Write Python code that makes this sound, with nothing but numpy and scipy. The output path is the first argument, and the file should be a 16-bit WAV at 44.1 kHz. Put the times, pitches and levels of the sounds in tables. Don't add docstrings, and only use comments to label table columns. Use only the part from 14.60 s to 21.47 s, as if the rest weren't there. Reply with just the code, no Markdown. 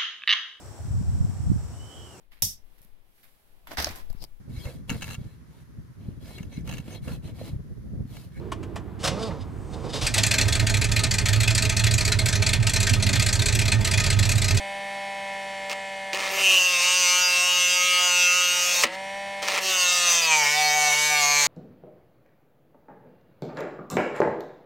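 import sys
import numpy as np
from scipy import signal
from scipy.fft import rfft, irfft
from scipy.io import wavfile
from scipy.ndimage import uniform_filter1d

SR = 44100
rng = np.random.default_rng(int(sys.argv[2]) if len(sys.argv) > 2 else 0)


def generate_wav(sig):
    pcm = np.round(np.clip(np.atleast_2d(sig).T, -1, 1) * 32767).astype(np.int16)
    wavfile.write(sys.argv[1], SR, pcm)


N = 302967
TIME = np.arange(N) / SR
TOUCH_S, RELEASE_S = 0.015, 0.013

# start/s, end/s, bite time/s, cutting/dB, tooth whine/dB, chip hiss/dB
PASSES = [(1.699, 4.245, 0.24, -25.7, -23.8, -41), (5, 6.9, 0.056, -25.8, -24.8, -42.5)]
# f/Hz, width/Hz, level/dB
STEEL_MODES = [(3252, 77, 5.5), (3708, 64, 8), (4350, 160, 2.5), (4830, 164, 5.5), (5630, 240, 3.5),
               (5890, 176, 6.5), (6330, 370, 5), (6610, 230, 4), (7000, 410, -0.5), (8280, 230, 1),
               (8830, 140, -12), (12400, 1100, -2.5), (12700, 15600, -10.5)]


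def undb(db):
    return 10 ** (np.asarray(db) / 20)


def gate(start_s, end_s, attack_s, release_s):
    return np.clip(np.minimum((TIME - start_s) / attack_s, (end_s - TIME) / release_s), 0, 1)


def steady(x):
    return x / np.sqrt(uniform_filter1d(x * x, size=2205) + 1e-12)


def band(x, lo_hz, hi_hz):
    sos = signal.butter(4, [lo_hz, min(hi_hz, .48 * SR)], "band", fs=SR, output="sos")
    return signal.sosfilt(sos, x)


def colour(x, points, size=2048):
    hz, db = np.transpose(points)
    grid_hz = np.maximum(np.fft.rfftfreq(size, 1 / SR), 1)
    cepstrum = irfft(np.log(undb(np.interp(np.log(grid_hz), np.log(hz), db))))
    response = irfft(np.exp(rfft(2 * cepstrum[:size // 2], size)))
    return signal.fftconvolve(x, response / np.linalg.norm(response))[:N]


def resonate(force, modes):
    return sum((-1) ** k * undb(db) * signal.lfilter(*signal.iirpeak(hz, hz / width_hz, SR), force)
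               for k, (hz, width_hz, db) in enumerate(modes))


def wander(shape, hold):
    x = rng.standard_normal(shape)
    for _ in range(2):
        x = uniform_filter1d(x, max(int(hold), 1), axis=0, mode="wrap")
    return x / x.std()


def spin(turn, orders, smear, drift_db, sway, hold, size=1024):
    multiples = np.arange(orders[-1][0] + 1)
    order_db = np.interp(multiples, *np.transpose(orders), left=-np.inf)
    shape = (size * 3 // 2, len(multiples))
    lag = multiples / 2 + smear * np.cumsum(rng.uniform(-0.526, 0.5117, len(multiples)))
    gain = undb(order_db + drift_db * wander(shape, hold))
    lag = lag + sway * multiples * wander(shape, hold)
    wave = irfft(gain * np.exp(-2j * np.pi * lag), size).ravel() * size / np.sqrt(2)
    return np.interp(turn * size, np.arange(len(wave)), wave)


def contact(turn, tight):
    return np.exp(-tight * (np.cos(2 * np.pi * turn) + 1))


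def touching():
    return sum(gate(start, end, TOUCH_S, RELEASE_S) for start, end, *_ in PASSES)


def workshop(x, t60_s=0.22, wet_db=-18):
    age = TIME[:SR // 2]
    tail = band(rng.standard_normal(len(age)), 230, 4200) * undb(-60 * age / t60_s) * (age > .003)
    return x + undb(wet_db) * signal.fftconvolve(x, tail / np.linalg.norm(tail))[:N]


def cooling_air(turn, load):
    # f/Hz, level/dB
    spectrum = [(25, 0.5), (90, 2), (160, 5), (280, 2), (480, 4), (800, 10.5), (1300, -1), (1950, 11.5),
                (3400, 4), (5000, -3), (6700, -5), (8400, -2), (11000, -13), (15500, -27)]
    rush = colour(rng.standard_normal(N), spectrum)
    return undb(-43.7 - 24 * load) * rush * steady(contact(turn, tight=0.025))


def unbalance(turn, speed_hz, load, light_db=-44.5, deep_db=-62.5, damping_load=0.069):
    # f/Hz, rms level/dB
    hum_levels = [(145, -49), (170, -53.5), (180, -60), (196, -52.5)]
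    hum = undb(np.interp(speed_hz, *np.transpose(hum_levels))) * np.sin(2 * np.pi * turn)
    groan_gain = touching() * (undb(light_db) * np.exp(-(load / damping_load) ** 4) + undb(deep_db))
    groan = groan_gain * np.sin(4 * np.pi * turn) * undb(2 * wander(N, hold=1100))
    return np.sqrt(2) * (hum + groan)


def motor(turn, load, mains_hz=60):
    # shaft order, level/dB
    whine_orders = [(2, -68), (3, -39), (4, -35.5), (5, -44), (6, -64), (7, -59.5), (8, -58), (9, -44.5),
                    (10, -48.5), (11, -41), (12, -51), (13, -48.5), (14, -83), (15, -51.5), (17, -55.5),
                    (19, -58.5), (22, -65), (23, -56)]
    # shaft order, level/dB
    brush_orders = [(24, -75), (26, -72.5), (27, -66), (29, -72.5), (35, -73.5), (38, -75), (40, -82),
                    (44, -72.5), (49, -82), (51, -69), (55, -100), (64, -92), (78, -110)]
    whine = band(spin(turn, whine_orders, smear=0.52, drift_db=.9, sway=0.0038, hold=18), 314, 13500)
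    whine = whine - 0.71 * resonate(whine, [(735, 135, 0)])
    brushes = spin(turn, brush_orders, smear=1.0, drift_db=5, sway=0.0018, hold=66)
    throb = np.sin(4 * np.pi * mains_hz * TIME) * whine
    housing_ring = undb(-0.5) * band(throb, 1693, 1954) + undb(-14) * band(throb, 1930, 7200)
    return (whine + undb(-16) * throb + housing_ring + undb(2.8) * brushes) * undb(-30 * load)


def knocks(turn, skip_decay_s=0.004, scatter_db=2.5):
    # start/s, end/s, level/dB
    skips = [(1.098, 1.131, -30.5), (1.528, 1.573, -30), (1.578, 1.823, -28), (4.261, 4.272, -33.5),
             (4.32, 4.357, -38), (4.818, 4.878, -29), (4.873, 4.988, -24.5), (4.975, 5.057, -33.5)]
    # t/s, level/dB, decay/s
    hard_blows = [(1.097, -18, 0.00083), (1.115, -27, 0.0012), (1.128, -28, 0.0017), (1.5316, -24, 0.003),
                  (1.547, -18, 0.00092), (1.5727, -21, 0.0012), (1.602, -30, 0.0032), (4.227, -22, 0.0034),
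                  (4.2357, -9, 0.005), (4.2401, -20, 0.0052), (4.2533, -22, 0.0027), (4.8273, -23, 0.0012),
                  (4.8844, -15, 0.0011), (4.977, -29, 0.0012)]
    # f/Hz, level/dB
    spectrum = [(120, -84), (200, -26), (575, -3.5), (690, -9.5), (1330, -2.5), (1540, -16.5), (1740, -2.5),
                (2470, -0.5), (3420, -8), (4750, -8.5), (6130, -10.5), (8050, -17), (8980, -17.5),
                (11000, -27.5), (15500, -27)]
    # t/s, f/Hz, level/dB, decay/s
    thuds = [(1.536, 380, -36, 0.045), (4.244, 331, -37, 0.039), (4.253, 240, -33, 0.019)]
    turn_times = TIME[1:][np.diff(np.floor(turn)) > 0]
    bounces = [(t, db + scatter_db * rng.uniform(-1, 1), skip_decay_s)
               for start, end, db in skips for t in turn_times if start < t < end]
    force, age = np.zeros(N), TIME[:SR // 20]
    for t, db, decay_s in bounces + hard_blows:
        onset = int(t * SR)
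        force[onset:onset + len(age)] += undb(db) * np.exp(-age / decay_s)
    out = colour(force * rng.standard_normal(N), spectrum)
    for t, hz, db, decay_s in thuds:
        since = np.maximum(TIME - t, 0)
        out += undb(db) * np.sin(2 * np.pi * hz * since) * np.exp(-since / decay_s)
    return out


def chatter(turn, fade_s=.06, waver_db=1.5):
    # start/s, end/s, shaft order, level/dB
    spells = [(2.2, 2.95, 6, -34.5), (3.14, 3.47, 7, -34.5), (3.15, 3.42, 12, -33.5),
              (3.15, 3.44, 18, -35.5), (3.38, 4.0, 8, -38), (3.66, 3.9, 7, -36), (3.64, 3.92, 11, -37),
              (5.25, 5.57, 7, -36), (5.61, 5.89, 6, -33), (5.92, 6.35, 5, -28.5), (6.48, 6.79, 5, -32)]
    tones = sum(undb(db) * gate(start, end, fade_s, fade_s) * np.sin(2 * np.pi * order * turn)
                for start, end, order, db in spells)
    return np.sqrt(2) * tones * undb(waver_db * wander(N, hold=730))


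def growl(turn, load, depths, light_db=-30, stall_rise_db=6.5):
    # shaft order, level/dB
    bar_orders = [
        [(4, -44.5), (5, -39.5), (7, -40.5), (9, -50.5), (10, -54), (11, -70), (12, -39), (14, -34.5),
         (17, -43.5), (20, -51)],
        [(5, -44), (6, -40), (7, -45), (8, -39), (9, -48.5), (12, -39), (14, -43), (17, -44.5), (19, -40),
         (21, -42)],
    ]
    bar = sum(depth ** 2 * steady(spin(turn, orders, smear=0.52, drift_db=3.3, sway=0.003, hold=18))
              for depth, orders in zip(depths, bar_orders))
    return undb(light_db + stall_rise_db * load) * bar


def chip_hiss(turn, load, tearing, grit):
    spurts = (2.2 * tearing + steady(grit)) * contact(turn, tight=.3 + 2.5 * load)
    return steady(band(resonate(spurts, STEEL_MODES), 9800, 19600))


def rasp(roughness):
    # f/Hz, level/dB
    spectrum = [(300, -35), (600, 0), (1600, -6), (2400, 2), (3000, -9.5), (4500, -11)]
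    return roughness ** 1.5 * undb(-3.5) * colour(rng.standard_normal(N), spectrum)


def screech(turn, scraping, fade_s=0.02):
    # start/s, end/s, f/Hz, width/Hz, rms level/dB
    screeches = [(2.34, 2.61, 5890, 400, -28.5), (2.3, 2.586, 8500, 900, -37),
                 (3.417, 3.913, 6040, 500, -32), (5.167, 5.245, 4780, 200, -25.5),
                 (5.348, 5.515, 3770, 120, -36), (5.35, 5.5, 7900, 250, -38),
                 (5.458, 5.615, 6070, 696, -25.5), (5.606, 5.672, 4860, 250, -24.5),
                 (5.66, 5.817, 6230, 500, -29), (6.28, 6.644, 11120, 600, -41),
                 (5.15, 6.95, 12700, 600, -49.5), (6.54, 6.95, 4300, 150, -33), (6.6, 6.95, 6460, 300, -29)]
    force = spin(turn, [(18, 0), (85, 0)], smear=0.5, drift_db=2.5, sway=0.001, hold=20) + .9 * scraping
    out = np.zeros(N)
    for start, end, hz, width_hz, db in screeches:
        mode = [(hz, width_hz, 0)]
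        out += undb(db) * gate(start, end, fade_s, fade_s) * steady(resonate(resonate(force, mode), mode))
    return out


def steel_ring(force, flare_db=1.8, flare_s=.045):
    ring = sum((-1) ** k * resonate(force * undb(flare_db * wander(N, hold=flare_s * SR)), [mode])
               for k, mode in enumerate(STEEL_MODES))
    return steady(band(ring, 3120, 8910))


def tooth_whine(turn, load, roughness, teeth=15, mode_hz=2710, width_hz=520):
    slip_rad, flicker_db = .55, 2.5
    bounce_end_load, settling_range, seating_load = .09, .055, 0.028
    torn = np.minimum(roughness, 1)
    shaft_rad = 2 * np.pi * turn
    tooth_rad = teeth * shaft_rad + slip_rad * torn * wander(N, hold=300)
    loose = np.clip((bounce_end_load - load) / settling_range, 0, 1)
    lower = loose * np.sin(tooth_rad - shaft_rad)
    upper_gain = np.minimum(undb(8.5 - 100 * load), 1) * undb(6.2 * wander(N, hold=4600))
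    upper = upper_gain * (1 - loose) * np.sin(tooth_rad + shaft_rad)
    force = (np.sin(tooth_rad) - upper - lower) * contact(turn, tight=7.6 * np.exp(-load / seating_load))
    flicker = undb(flicker_db * torn * wander(N, hold=450))
    return steady(resonate(force, [(mode_hz, width_hz, 0)])) * flicker


def catches():
    # middle/s, length/s, change of cutting/dB, tooth whine/dB, scraping/dB, growl/dB, hiss/dB
    events = [(1.916, 0.51, 4, 10.5, 10.5, 3, 2), (2.24, 0.42, -0.5, 1.5, 7, 1.5, -4),
              (2.43, 1, 3, -2, -2, 3.5, 1), (4.214, 0.91, 1, -8, 8, -1.5, 2),
              (5.12, 0.21, 0.5, -4, 10, 2.5, 1), (5.23, 0.15, 2, 0.5, 3, 0.5, 4),
              (5.351, 0.23, 3.5, -5.5, 7, -3, -3), (5.52, 0.3, 2, -3.5, 9, 2, -10),
              (5.647, 0.17, -2.5, -2, 11.5, 0.5, -24), (5.726, 0.095, 2.5, 5.5, 3, 5, -11),
              (5.848, 0.12, 0, 1, 10.5, 3.5, -21), (6.33, 0.14, 1.5, 2, 9, 0, -10),
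              (6.654, 0.53, 1, 0.5, 3.5, 1.5, 1.5), (6.86, 0.19, 2, -5, 9.5, 0.5, -6)]
    return undb(sum(np.outer(changes_db, np.cos(np.pi * np.clip((TIME - middle) / length, -.5, .5)) ** 2)
                    for middle, length, *changes_db in events))


def cutting(turn, load):
    cut_gain, whine_gain, hiss_gain = np.zeros((3, N))
    depths = []
    for start, end, bite_s, cut_db, whine_db, hiss_db in PASSES:
        touch = gate(start, end, TOUCH_S, RELEASE_S)
        depth = touch * (1 - np.exp(-np.maximum(TIME - start, 0) / bite_s))
        depths.append(depth)
        cut_gain += depth * undb(cut_db)
        whine_gain += depth * undb(whine_db)
        hiss_gain += touch * undb(hiss_db)
    louder, shriller, rougher, deeper, hissier = catches()
    bar = deeper * growl(turn, load, depths)
    cut_gain *= louder * undb(.9 * wander(N, hold=2200))
    roughness = rougher * undb(-12)
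    tearing = steady(spin(turn, [(1, 0), (110, 0)], smear=0.6, drift_db=4, sway=0.0017, hold=12))
    grit = signal.lfilter([1, -.8], [1, -.35], rng.standard_normal(N)) * undb(0.73 * wander(N, hold=18))
    scraping = undb(7) * roughness * steady(grit * contact(turn, tight=0.1))
    return (bar
            + cut_gain * steel_ring(tearing + scraping)
            + screech(turn, scraping)
            + cut_gain * rasp(roughness)
            + whine_gain * shriller * tooth_whine(turn, load, roughness)
            + hiss_gain * hissier * chip_hiss(turn, load, tearing, grit))


def scene():
    # t/s, f/Hz
    shaft_speeds = [(0.0, 197.3), (.45, 197.3), (.86, 195.4), (1.5, 194.2), (1.72, 193), (1.82, 194.4),
                    (1.94, 187.4), (2.0, 181.7), (2.09, 180.8), (2.2, 175.7), (2.24, 178.5), (2.39, 182.6),
                    (2.46, 178.3), (2.56, 180.7), (2.76, 178.6), (2.86, 180.0), (3.08, 179.0),
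                    (3.26, 180.4), (3.67, 177.8), (3.77, 180.1), (3.91, 178.0), (4.05, 178.4),
                    (4.23, 176.2), (4.37, 192.0), (4.57, 197.7), (4.8, 197), (5.0, 189.7), (5.072, 189.8),
                    (5.244, 178.2), (5.342, 178.4), (5.468, 175.5), (5.608, 167.3), (5.842, 146.3),
                    (5.868, 145.3), (5.988, 151.6), (6.118, 148.7), (6.16, 150.7), (6.302, 147.6),
                    (6.488, 150.5), (6.588, 148.0), (6.64, 144.3), (6.738, 145.8), (6.87, 144.2)]
    speed_hz = np.interp(TIME, *np.transpose(shaft_speeds))
    load = 1 - speed_hz / speed_hz.max()
    flutter = (0.00057 + 0.00813 * load) * wander(N, hold=400)
    hand_sway = .0009 * touching() * wander(N, hold=2970)
    turn = np.cumsum(speed_hz * (1 + flutter + hand_sway)) / SR
    tool = motor(turn, load) + cooling_air(turn, load) + unbalance(turn, speed_hz, load)
    mono = tool + workshop(cutting(turn, load) + chatter(turn) + knocks(turn))
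    return np.array([mono, mono])


def record(dry, ceiling=0.54, top_hz=15750):
    rounded = dry / (1 + (dry / ceiling) ** 6) ** (1 / 6)
    return signal.sosfilt(signal.ellip(10, .2, 80, top_hz, fs=SR, output="sos"), rounded)


dry = scene()
out = record(dry)
generate_wav(out)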